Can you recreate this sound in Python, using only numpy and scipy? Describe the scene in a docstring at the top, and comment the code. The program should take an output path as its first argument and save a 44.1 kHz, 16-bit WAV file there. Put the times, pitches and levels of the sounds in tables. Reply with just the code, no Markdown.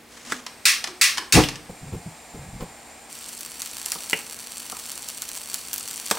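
"""A cast sandwich iron lies on a ring burner in a steel-lined kitchen corner; ventilation hums softly.
A piezo lighter is picked up with a knock, the gas starts to hiss, and the lighter snaps three times.
On the third snap the pooled gas catches with a whoomph; tall flames flutter and the jet half whistles.
From about 3 s, on a low flame, butter and cheese sizzle and spit in the iron as bubbles and drops
of fat burst, while the metal knocks now and then."""
import sys
import numpy as np
from scipy import signal
from scipy.fft import rfft, irfft, next_fast_len
from scipy.io import wavfile
from scipy.ndimage import uniform_filter1d

SR = 44100
rng = np.random.default_rng(int(sys.argv[2]) if len(sys.argv) > 2 else 0)


def materialize(psi):
    """Save the field psi as 16-bit PCM at rate SR to the path in sys.argv[1].

    A 1-D psi becomes a single channel; in a 2-D psi each row is a channel.
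    """
    bounded = np.clip(np.atleast_2d(psi).T, -1, 1)
    quanta = np.round(bounded * 32767).astype(np.int16)
    wavfile.write(sys.argv[1], SR, quanta)


N = 272538

GAS_ON_S, FULL_FLAME_S, FRYING_S = .46, 1.69, 3.097
# how hard the fat is frying: (time [s], level [dB])
FRYING_STRENGTH = [(3.1, -41), (3.5, -40.5), (4.0, -37), (4.34, -42), (4.7, -38), (5.42, -40),
                   (5.85, -37.5), (6.18, -35.5)]


def lighter():
    """A tiny hammer cracks against a crystal, and the steel walls throw the sound back."""
    # hammer blows: (time [s], level [dB])
    snaps = [(0.6542, -2.5), (1.0125, -2.5), (1.3238, -2.5)]
    # tone of the crack and of its echo: (frequency [Hz], level [dB])
    crack_tone = [(570, -45), (1370, -7.5), (1640, -6.5), (2650, -2.5), (3210, -19), (3530, -4),
                  (4050, -3.5), (5870, -5.5), (8390, -6.5), (11300, -11), (12300, -20), (16000, -12)]
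    echo_tone = [(550, -56), (944, -26), (1110, -13.5), (1510, -15.5), (1780, -5), (2610, -0.5),
                 (2910, -8.5), (4280, -6), (5870, -4), (7110, -8), (8860, -7.5), (12500, -21), (16000, -24)]
    # notes at which the steel rings: (frequency [Hz], level [dB])
    steel_notes = [(1927, -51), (2568, -40), (2638, -38), (4393, -34), (5335, -34), (5744, -40)]
    slap_delay_s, ring_fade_s = 0.026, 0.31
    blows = impulses(*np.transpose(snaps))
    crack = from_db(-8.5) * tint(bursts(blows, fade_s=.1), crack_tone)
    echo = from_db(20.5) * tint(kitchen(blows, build_s=0.02), echo_tone)
    # a hollow slap comes back a moment later and leaves the steel ringing
    late = np.roll(blows, int(slap_delay_s * SR))
    slap = from_db(-10) * bursts(late, fade_s=0.077) + from_db(10) * kitchen(late, build_s=0.019)
    hollow = resonate(slap, [(2020, 93, -9), (2660, 150, -9.5)])
    t = clock()[:SR]
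    notes = sum(from_db(db) * np.sin(2 * np.pi * hz * t) for hz, db in steel_notes)
    ring = notes * np.minimum(t / slap_delay_s, 1) * from_db(11.5 - 60 * t / ring_fade_s)
    return off_sheets(crack + echo + hollow) + signal.fftconvolve(blows, ring)[:N]


def whoomph():
    """The pooled gas catches, blazes for a moment, collapses and leaves a low rumble."""
    # tone of the blaze: (frequency [Hz], level [dB])
    blaze_tone = [(15, -48), (25, -6), (100, -6), (140, 5.5), (232, -13.5), (296, 3.5), (365, -10),
                  (490, -7), (625, -23.5), (770, -9.5), (960, -16.5), (1600, -23), (2080, -49),
                  (3520, -120)]
    catch = dict(start_s=1.3236, rise_s=0.039, length_s=0.069)
    blaze = from_db(-11.5) * envelope(**catch, fall_db_per_s=367)
    rumble = from_db(-26) * envelope(**catch, fall_db_per_s=107)
    fire = np.hypot(blaze, rumble) * evened(tint(air(side_db=-5.5), blaze_tone), span_s=0.0155)
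    # its bass piles up along the steel wall on the left
    bass = signal.sosfilt(signal.butter(1, 150, fs=SR, output="sos"), fire.mean(axis=0))
    return fire * from_db([[-.6], [.6]]) + from_db(-7.5) * bass * [[1], [-1]]


def flames():
    """Tall flames flap around the iron in short gusts."""
    # gusts: (time [s], length [s], level [dB], extra roar above 300 Hz [dB])
    gusts = [(1.682, 0.019, -39, 7), (1.809, 0.087, -40.5, -4.5), (1.913, 0.046, -33, 3),
             (2.051, 0.018, -32.5, -7), (2.33, 0.089, -40, 3.5), (2.453, 0.036, -42, -14),
             (2.521, 0.04, -36.5, -15), (2.59, 0.045, -36, 4.5)]
    # tone of the flames: (frequency [Hz], level [dB])
    flame_tone = [(15, -51), (25, -1), (53, -6), (145, 4), (179, 4.5), (216, -8), (372, -13), (532, -12),
                  (600, -25), (780, -24), (1500, -34), (5000, -46)]
    swells = np.array([from_db(db) * envelope(s, rise_s=0.014, length_s=length_s, fall_db_per_s=330)
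                       for s, length_s, db, _ in gusts])
    roars = swells * from_db(np.array(gusts)[:, -1:])
    flapping = from_db(2 * drift(per_s=78))
    burning = flapping * evened(tint(air(side_db=-28), flame_tone), span_s=0.019)
    low = signal.sosfiltfilt(signal.butter(3, 300, fs=SR, output="sos"), burning)
    return swells.max(axis=0) * low + roars.max(axis=0) * (burning - low)


def frying():
    """Drops of fat pop above the sizzle, and each big one shakes the iron."""
    # big drops bursting: (time [s], level [dB], sharp treble relative to the pop [dB])
    big_drops = [(3.291, -14, -14), (3.3925, -23, 3), (3.409, -12, -9), (3.6196, -3.5, -18),
                 (3.66, -9, -15), (3.784, -14, -11), (3.8604, -0.5, -25), (3.9199, 3, -27),
                 (4.098, -3, -20), (4.174, -10, -32), (4.7907, -14, -16), (4.918, -8, -16),
                 (5.0874, -6.5, -16), (5.221, -2.5, -19), (5.291, -9, -14), (5.364, -12, -8),
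                 (5.5434, -2, -7), (5.732, -3.5, -7), (5.74, -9.5, 1), (5.7808, -9, -6),
                 (5.8853, -14.5, -6), (5.9114, -7, -13), (6.0625, -10, -10), (6.112, 0, -9)]
    # tone of a pop: (frequency [Hz], level [dB])
    pop_tone = [(80, -35), (500, -20), (2000, -10), (4500, 3), (7800, 7), (11000, 2), (15500, -8.5)]
    s, db, treble_db = np.transpose(big_drops)
    big_pops = impulses(s, db)
    bubbling = sizzle(big_pops)
    drops = big_pops + crackle(big_pops)
    spatter = from_db(-19) * bursts(drops, fade_s=0.008)
    pops = from_db(-1) * tint(drops + spatter, pop_tone)
    treble = resonate(bursts(impulses(s, db + treble_db), fade_s=0.0058), [(14300, 3500, 0)])
    sharp_pops = pops + resonate(treble, [(14300, 3500, -13)])
    iron = resonate(bursts(big_pops, fade_s=0.076), [(1330, 1400, -36)])
    echo = from_db(-8.5) * kitchen(sharp_pops, build_s=0.003)
    return bubbling + off_sheets(sharp_pops) + iron + echo


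def sizzle(big_pops):
    """Countless tiny bubbles burst and steam spits from the seam; each big pop lets out more."""
    # tone of the sizzle: (frequency [Hz], level [dB])
    sizzle_tone = [(300, -19), (600, -10.5), (1100, -4), (2100, -8), (2900, -1), (3800, -5.5), (5200, -6),
                   (8200, -0.5), (11200, -6.5), (12700, -7), (13600, -4.5), (16000, -6.5)]
    # pitches at which the gap in the iron rings: (frequency [Hz], width [Hz], level [dB])
    iron_gap = [(4500, 170, -4.5), (5820, 440, -5), (7480, 150, -6), (8350, 140, -3.5), (9980, 200, -7)]
    steam = from_db(-34.5) * die_away(big_pops, fade_s=0.19)
    strength = np.hypot(level(FRYING_STRENGTH) * after(FRYING_S), steam)
    sizes = from_db(6.3 * np.minimum(rng.exponential(1, N), 5)) * rng.choice([-1, 1], N)
    bubbles_per_s = 1000 * from_db(3 * drift(per_s=45))
    bubbles = rms_one(sizes * (rng.random(N) < bubbles_per_s / SR))
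    # steam lets go at uneven intervals, in puffs that swell and fade within milliseconds
    spit_s = np.cumsum(rng.uniform(.003, .035, 500))
    spit_s = spit_s[spit_s < N / SR]
    releases = impulses(spit_s, rng.uniform(-12, 0, len(spit_s)))
    decay = np.exp(-1 / (0.0015 * SR))
    puffs = signal.lfilter([1], [1, -2 * decay, decay * decay], releases + 1e-18)
    spits = rms_one(puffs * air(side_db=-10))
    fizz = strength * (from_db(-4) * bubbles + from_db(-6.5) * spits + from_db(-5) * air(side_db=-1))
    return from_db(-3) * off_sheets(tint(fizz, sizzle_tone)) + from_db(-8.5) * resonate(fizz, iron_gap)


def crackle(big_pops):
    """Small drops burst in loose clusters and around each big pop, louder as the frying grows."""
    # pitches of the small drops: (frequency [Hz], width [Hz], level [dB])
    pitches = [(3200, 1200, 1.5), (5400, 1800, -6), (8600, 4100, 4.5), (13800, 3000, -30)]
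    drops_per_s, flurry_per_s, flurry_s = 85, 310, 0.01
    strength = after(FRYING_S) * rms_one(level(FRYING_STRENGTH))
    near_big_pop = uniform_filter1d((big_pops > 0) * 1.0, int(flurry_s * SR)) > 1e-9
    rate = drops_per_s * from_db(2.5 * drift(per_s=35)) + flurry_per_s * near_big_pop
    out = 0
    for pitch in pitches:
        bursting = rng.random(N) < rate / len(pitches) / SR
        sizes = from_db(-20 - 9 * rng.random(N))
        out = out + resonate(strength * bursting * sizes, [pitch])
    return out


def knocks():
    """Knocked metal gives a dull thud, a tick and a brief ring whose pitch depends on the spot."""
    # knocks: (time [s], level [dB], bottom of the ring [Hz], top of the ring [Hz],
    # relative echo [dB], relative thud [dB], relative tick [dB])
    hits = [(0.3208, -6.5, 1170, 1930, -3, -16.5, -9.5), (1.437, -6.5, 2670, 3560, 3, -12.5, -10),
            (3.956, -21, 760, 1300, 5, -11, -15), (4.1308, 0, 2150, 2920, -1.5, -15, -17),
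            (4.724, -20, 930, 1330, 6, -11, -17), (6.111, -7, 795, 1180, 1, -9, 1)]
    # tone of the thud and of the tick: (frequency [Hz], level [dB])
    thud_tone = [(35, -45), (110, -12), (190, 4.5), (270, -3.5), (450, 6), (620, -1), (850, 0.5),
                 (1500, -29), (3000, -19.5)]
    tick_tone = [(80, -32), (300, -7), (1200, -2), (2100, 6.5), (2800, -5), (3400, 3.5), (4200, -3),
                 (5600, 1.5), (7100, -6), (7800, 6), (8800, -7), (14000, -21)]
    # the metal rings out at once, the room answers for longer
    strike = impulses([0], 0)
    direct = strike + from_db(-17) * bursts(strike, fade_s=0.055)
    echo = kitchen(strike, build_s=0.002)
    rings = 0
    for start_s, ring_db, low_hz, high_hz, echo_db, _, _ in hits:
        band = np.vstack([signal.butter(4, low_hz, "high", fs=SR, output="sos"),
                          signal.butter(16, high_hz, fs=SR, output="sos")])
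        blow = (direct + from_db(echo_db) * echo)[:, :SR // 2]
        gain = from_db(ring_db) * np.sqrt(SR / 2 / (high_hz - low_hz))
        ring = gain * signal.sosfilt(band, blow + 1e-18)
        rings = rings + np.pad(ring, ((0, 0), (int(start_s * SR), N)))[:, :N]
    s, db, _, _, _, thud_db, tick_db = np.transpose(hits)
    thud = from_db(-5) * tint(bursts(impulses(s, db + thud_db), fade_s=0.061).mean(axis=0), thud_tone)
    tick = from_db(-6.5) * tint(bursts(impulses(s, db + tick_db), fade_s=0.036), tick_tone)
    return rings + thud + tick + from_db(-10.5) * kitchen(tick + thud, build_s=0.0022)


def small_clicks():
    """The lighter's trigger and other small things click, each with a short hollow note."""
    # clicks: (time [s], level [dB], hollow note relative to the click [dB])
    clicks = [(0.4644, -21, -16.5), (0.841, -14, -19), (0.8732, -23.5, -11), (1.173, -17, -18.5),
              (1.18, -13.5, -18), (1.487, -15, -22.5), (1.5567, -26, -41), (2.6073, -35.5, -3.5),
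              (6.171, -38, 7)]
    # tone of a click: (frequency [Hz], level [dB])
    click_tone = [(590, -23), (1000, -33), (1750, 0), (2030, 1.5), (3800, -0.5), (5440, 2), (8360, -7.5),
                  (10100, -10.5), (16000, -30)]
    s, db, hollow_db = np.transpose(clicks)
    click = from_db(-7.5) * tint(bursts(impulses(s, db), fade_s=0.043), click_tone)
    hollow = resonate(bursts(impulses(s, db + hollow_db), fade_s=0.068), [(975, 520, 1.1)])
    return click + hollow + from_db(-7) * kitchen(click + hollow, build_s=0.011)


def handling():
    """Skin slides over the plastic lighter and grips it; light pushes make something hollow hum."""
    # tone of the rubbing: (frequency [Hz], level [dB])
    rub_tone = [(400, -10), (900, -6), (2000, -3.5), (4000, -7.5), (7000, -5), (10000, -12.5), (13000, -27)]
    # pushes on the lighter: (time [s], length [s], level [dB], pitch [Hz])
    pushes = [(0.264, 0.017, -45, 240), (0.315, 0.0096, -39, 253), (0.865, 0.068, -47.5, 365.5),
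              (1.185, 0.027, -48, 355)]
    slide_s, grip_s, rise_db_per_s, fall_db_per_s = 0.057, 0.32, 210, 170
    slide = from_db(-49) * envelope(slide_s, 0.068, grip_s - slide_s, fall_db_per_s)
    t = clock() - grip_s
    grip = from_db(-34.5 + np.minimum(rise_db_per_s * t, -fall_db_per_s * t))
    rub = np.hypot(slide, grip) * tint(air() * from_db(2.5 * drift(per_s=250.5)), rub_tone)
    hums = 0
    for s, length_s, db, hz in pushes:
        push = envelope(s, rise_s=0.0088, length_s=length_s, fall_db_per_s=169)
        hums = hums + push * hum(hz, db, waver=1.04 * drift(per_s=100))
    return rub + hums


def gas():
    """The jet hisses and half whistles, most of all while the valve is wide open."""
    # tone of the burner's hiss: (frequency [Hz], level [dB])
    hiss_tone = [(180, -67), (300, -20), (360, -8.5), (440, -18), (689, -6), (1300, -10), (2400, -6),
                 (2930, -16), (4230, -13), (7000, -15), (7950, -16.5), (16000, -29)]
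    # whistles of the jet: (frequency [Hz], width [Hz], level [dB])
    jet_pitches = [(742, 300, -0.5), (7300, 270, -3), (8550, 1100, -4)]
    barely_open = after(GAS_ON_S) * (1 - after(FULL_FLAME_S))
    wide_open = after(FULL_FLAME_S) * (1 - after(FRYING_S))
    hiss = after(GAS_ON_S) * from_db(-52) * tint(air(), hiss_tone)
    whistles = 0
    for hz, width_hz, db in jet_pitches:
        band = [(hz, width_hz, 0)]
        whistles = whistles + from_db(db) * rms_one(resonate(resonate(air(), band), band))
    thin_whistle = barely_open * resonate(air(), [(8380, 170, -58.5)])
    return off_sheets(hiss) + from_db(-52.5) * wide_open * whistles + thin_whistle


def ventilation():
    """A soft rush of air with a few wavering hums."""
    # tone of the rush, and the hums: (frequency [Hz], level [dB])
    rush_tone = [(25, -23), (62, -4), (95, -10), (190, -7.5), (700, -10), (1400, -14.5), (2300, -13),
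                 (3000, -17.5), (9000, -21.5), (15500, -28)]
    hum_notes = [(236.9, -61.5), (296, -66), (468.3, -67)]
    hums = sum(hum(hz, db, waver=0.47 * drift(per_s=12)) for hz, db in hum_notes)
    return from_db(-51.5) * tint(air(), rush_tone) + hums


def off_sheets(x):
    """Add the first bounces off nearby steel sheets, which make a sound slightly metallic."""
    # bounces: (delay [s], strength [ratio])
    bounces = [(.0037, 0.12), (.0061, 0.17)]
    return x + sum(gain * np.pad(x, ((0, 0), (int(delay_s * SR), 0)))[:, :N] for delay_s, gain in bounces)


def kitchen(x, build_s):
    """The room's echo thickens over build_s, then each band of pitches fades at its own speed."""
    # length of the echo: (frequency [Hz], time to fade by 60 dB [s])
    fade_times = [(150, 0.63), (1000, 0.4646), (2500, 0.27), (5000, 0.3743), (8000, 0.2435), (14000, 0.33)]
    size = 24000
    t, hz = np.arange(size) / SR, np.fft.rfftfreq(size, 1 / SR)
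    white, centres = rfft(air(size)), np.geomspace(150, 14000, num=8)
    echo = 0
    for centre, share in zip(centres, np.eye(len(centres))):
        band = irfft(white * np.interp(hz, centres, share))
        echo = echo + band * from_db(-60 * t / at_hz(fade_times, centre))
    echo = rms_one(echo * (1 - np.exp(-t / build_s))) / np.sqrt(size)
    return signal.fftconvolve(np.atleast_2d(x).mean(axis=0)[None], echo, axes=-1)[:, :N]


def air(size=N, side_db=0):
    """White noise in stereo; a lower side_db makes it narrower, for a near source."""
    # stereo width: (frequency [Hz], left-right difference relative to the middle [dB])
    stereo_width = [(100, -19), (350, -8.5), (1200, -11), (2800, -11.5), (5000, -10), (8500, -16),
                    (14000, -42.5)]
    padded = next_fast_len(size)
    mid, side = rng.standard_normal((2, padded))
    side_gain = from_db(side_db + at_hz(stereo_width, np.fft.rfftfreq(padded, 1 / SR)))
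    side = irfft(rfft(side) * side_gain, padded)
    return np.array([mid + side, mid - side])[:, :size]


def from_db(db):
    """Turn decibels into a multiplier."""
    return 10 ** (np.asarray(db) / 20)


def rms_one(x):
    """Scale to an average (rms) level of 1."""
    return x / np.sqrt(np.mean(x ** 2) + 1e-20)


def clock():
    """Time of each sample in seconds."""
    return np.arange(N) / SR


def level(rows):
    """A volume curve through (time [s], level [dB]) rows."""
    return from_db(np.interp(clock(), *np.transpose(rows)))


def after(s):
    """A quick fade in at time s."""
    return np.clip((clock() - s) * 250, 0, 1)


def envelope(start_s, rise_s, length_s, fall_db_per_s):
    """A volume curve that rises at start_s and begins to fall length_s later."""
    t = clock() - start_s
    return np.clip(t / rise_s, 0, 1) ** 2 * from_db(-np.clip((t - length_s) * fall_db_per_s, 0, 200))


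def at_hz(points, hz):
    """Read between a table's rows on a log-frequency scale."""
    row_hz, value = np.transpose(sorted(points))
    return np.interp(np.log(hz + 1), np.log(row_hz), value)


def tint(x, tone):
    """Give x this tone; white noise would keep its power."""
    size = 4096
    gain = rms_one(from_db(at_hz(tone, np.fft.rfftfreq(size, 1 / SR))))
    # a minimum-phase filter: nothing sounds ahead of a click
    cepstrum = irfft(np.log(gain))
    cepstrum[1:size // 2] *= 2
    cepstrum[size // 2 + 1:] = 0
    response = irfft(np.exp(rfft(cepstrum)))
    return signal.fftconvolve(np.atleast_2d(x), response[None], axes=-1)[:, :x.shape[-1]]


def resonate(x, peaks):
    """Let x ring at each (frequency [Hz], width [Hz], level [dB]) peak."""
    out = 0
    for hz, width_hz, db in peaks:
        r = np.exp(-np.pi * width_hz / SR)
        feedback = [1, -2 * r * np.cos(2 * np.pi * hz / SR), r * r]
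        ring = signal.lfilter([1, 0, -1], feedback, x + 1e-18)
        out = out + from_db(db) * np.sqrt((1 - r * r) / 2) * ring
    return out


def drift(per_s):
    """A random wander, about 1 in size, that turns per_s times a second."""
    turns = rng.standard_normal(int(N / SR * per_s) + 2)
    return rms_one(np.interp(clock() * per_s, np.arange(len(turns)), turns))


def hum(hz, db, waver):
    """A pure note, made unsteady by waver (in radians)."""
    return from_db(db) * np.sqrt(2) * np.sin(2 * np.pi * hz * clock() + waver)


def evened(x, span_s):
    """Hold the level near 1 over every stretch of span_s."""
    return x / np.sqrt(uniform_filter1d(np.mean(x ** 2, axis=0), int(span_s * SR)) + 1e-9)


def impulses(times, db):
    """One click per event."""
    out = np.zeros(N)
    out[(np.asarray(times) * SR).astype(int)] = from_db(db)
    return out


def die_away(clicks, fade_s):
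    """Give each click a tail that drops 60 dB in fade_s."""
    return signal.lfilter([1], [1, -from_db(-60 / (fade_s * SR))], clicks + 1e-18)


def bursts(clicks, fade_s):
    """Each click sets off a fading burst of noise."""
    return air() * die_away(clicks, fade_s)


def scene():
    """All the sources together."""
    lighting = lighter() + small_clicks() + handling()
    return lighting + knocks() + whoomph() + flames() + gas() + frying() + ventilation()


def record(dry):
    """Round off the tallest peaks and cut the highest treble."""
    cutoff_hz = 15900
    rounded = 1.497 * np.tanh(dry / 1.297)
    low_pass = signal.firwin(301, cutoff_hz, fs=SR)
    return signal.fftconvolve(rounded, low_pass[None], mode="same", axes=-1)


dry = scene()
out = record(dry)
materialize(out)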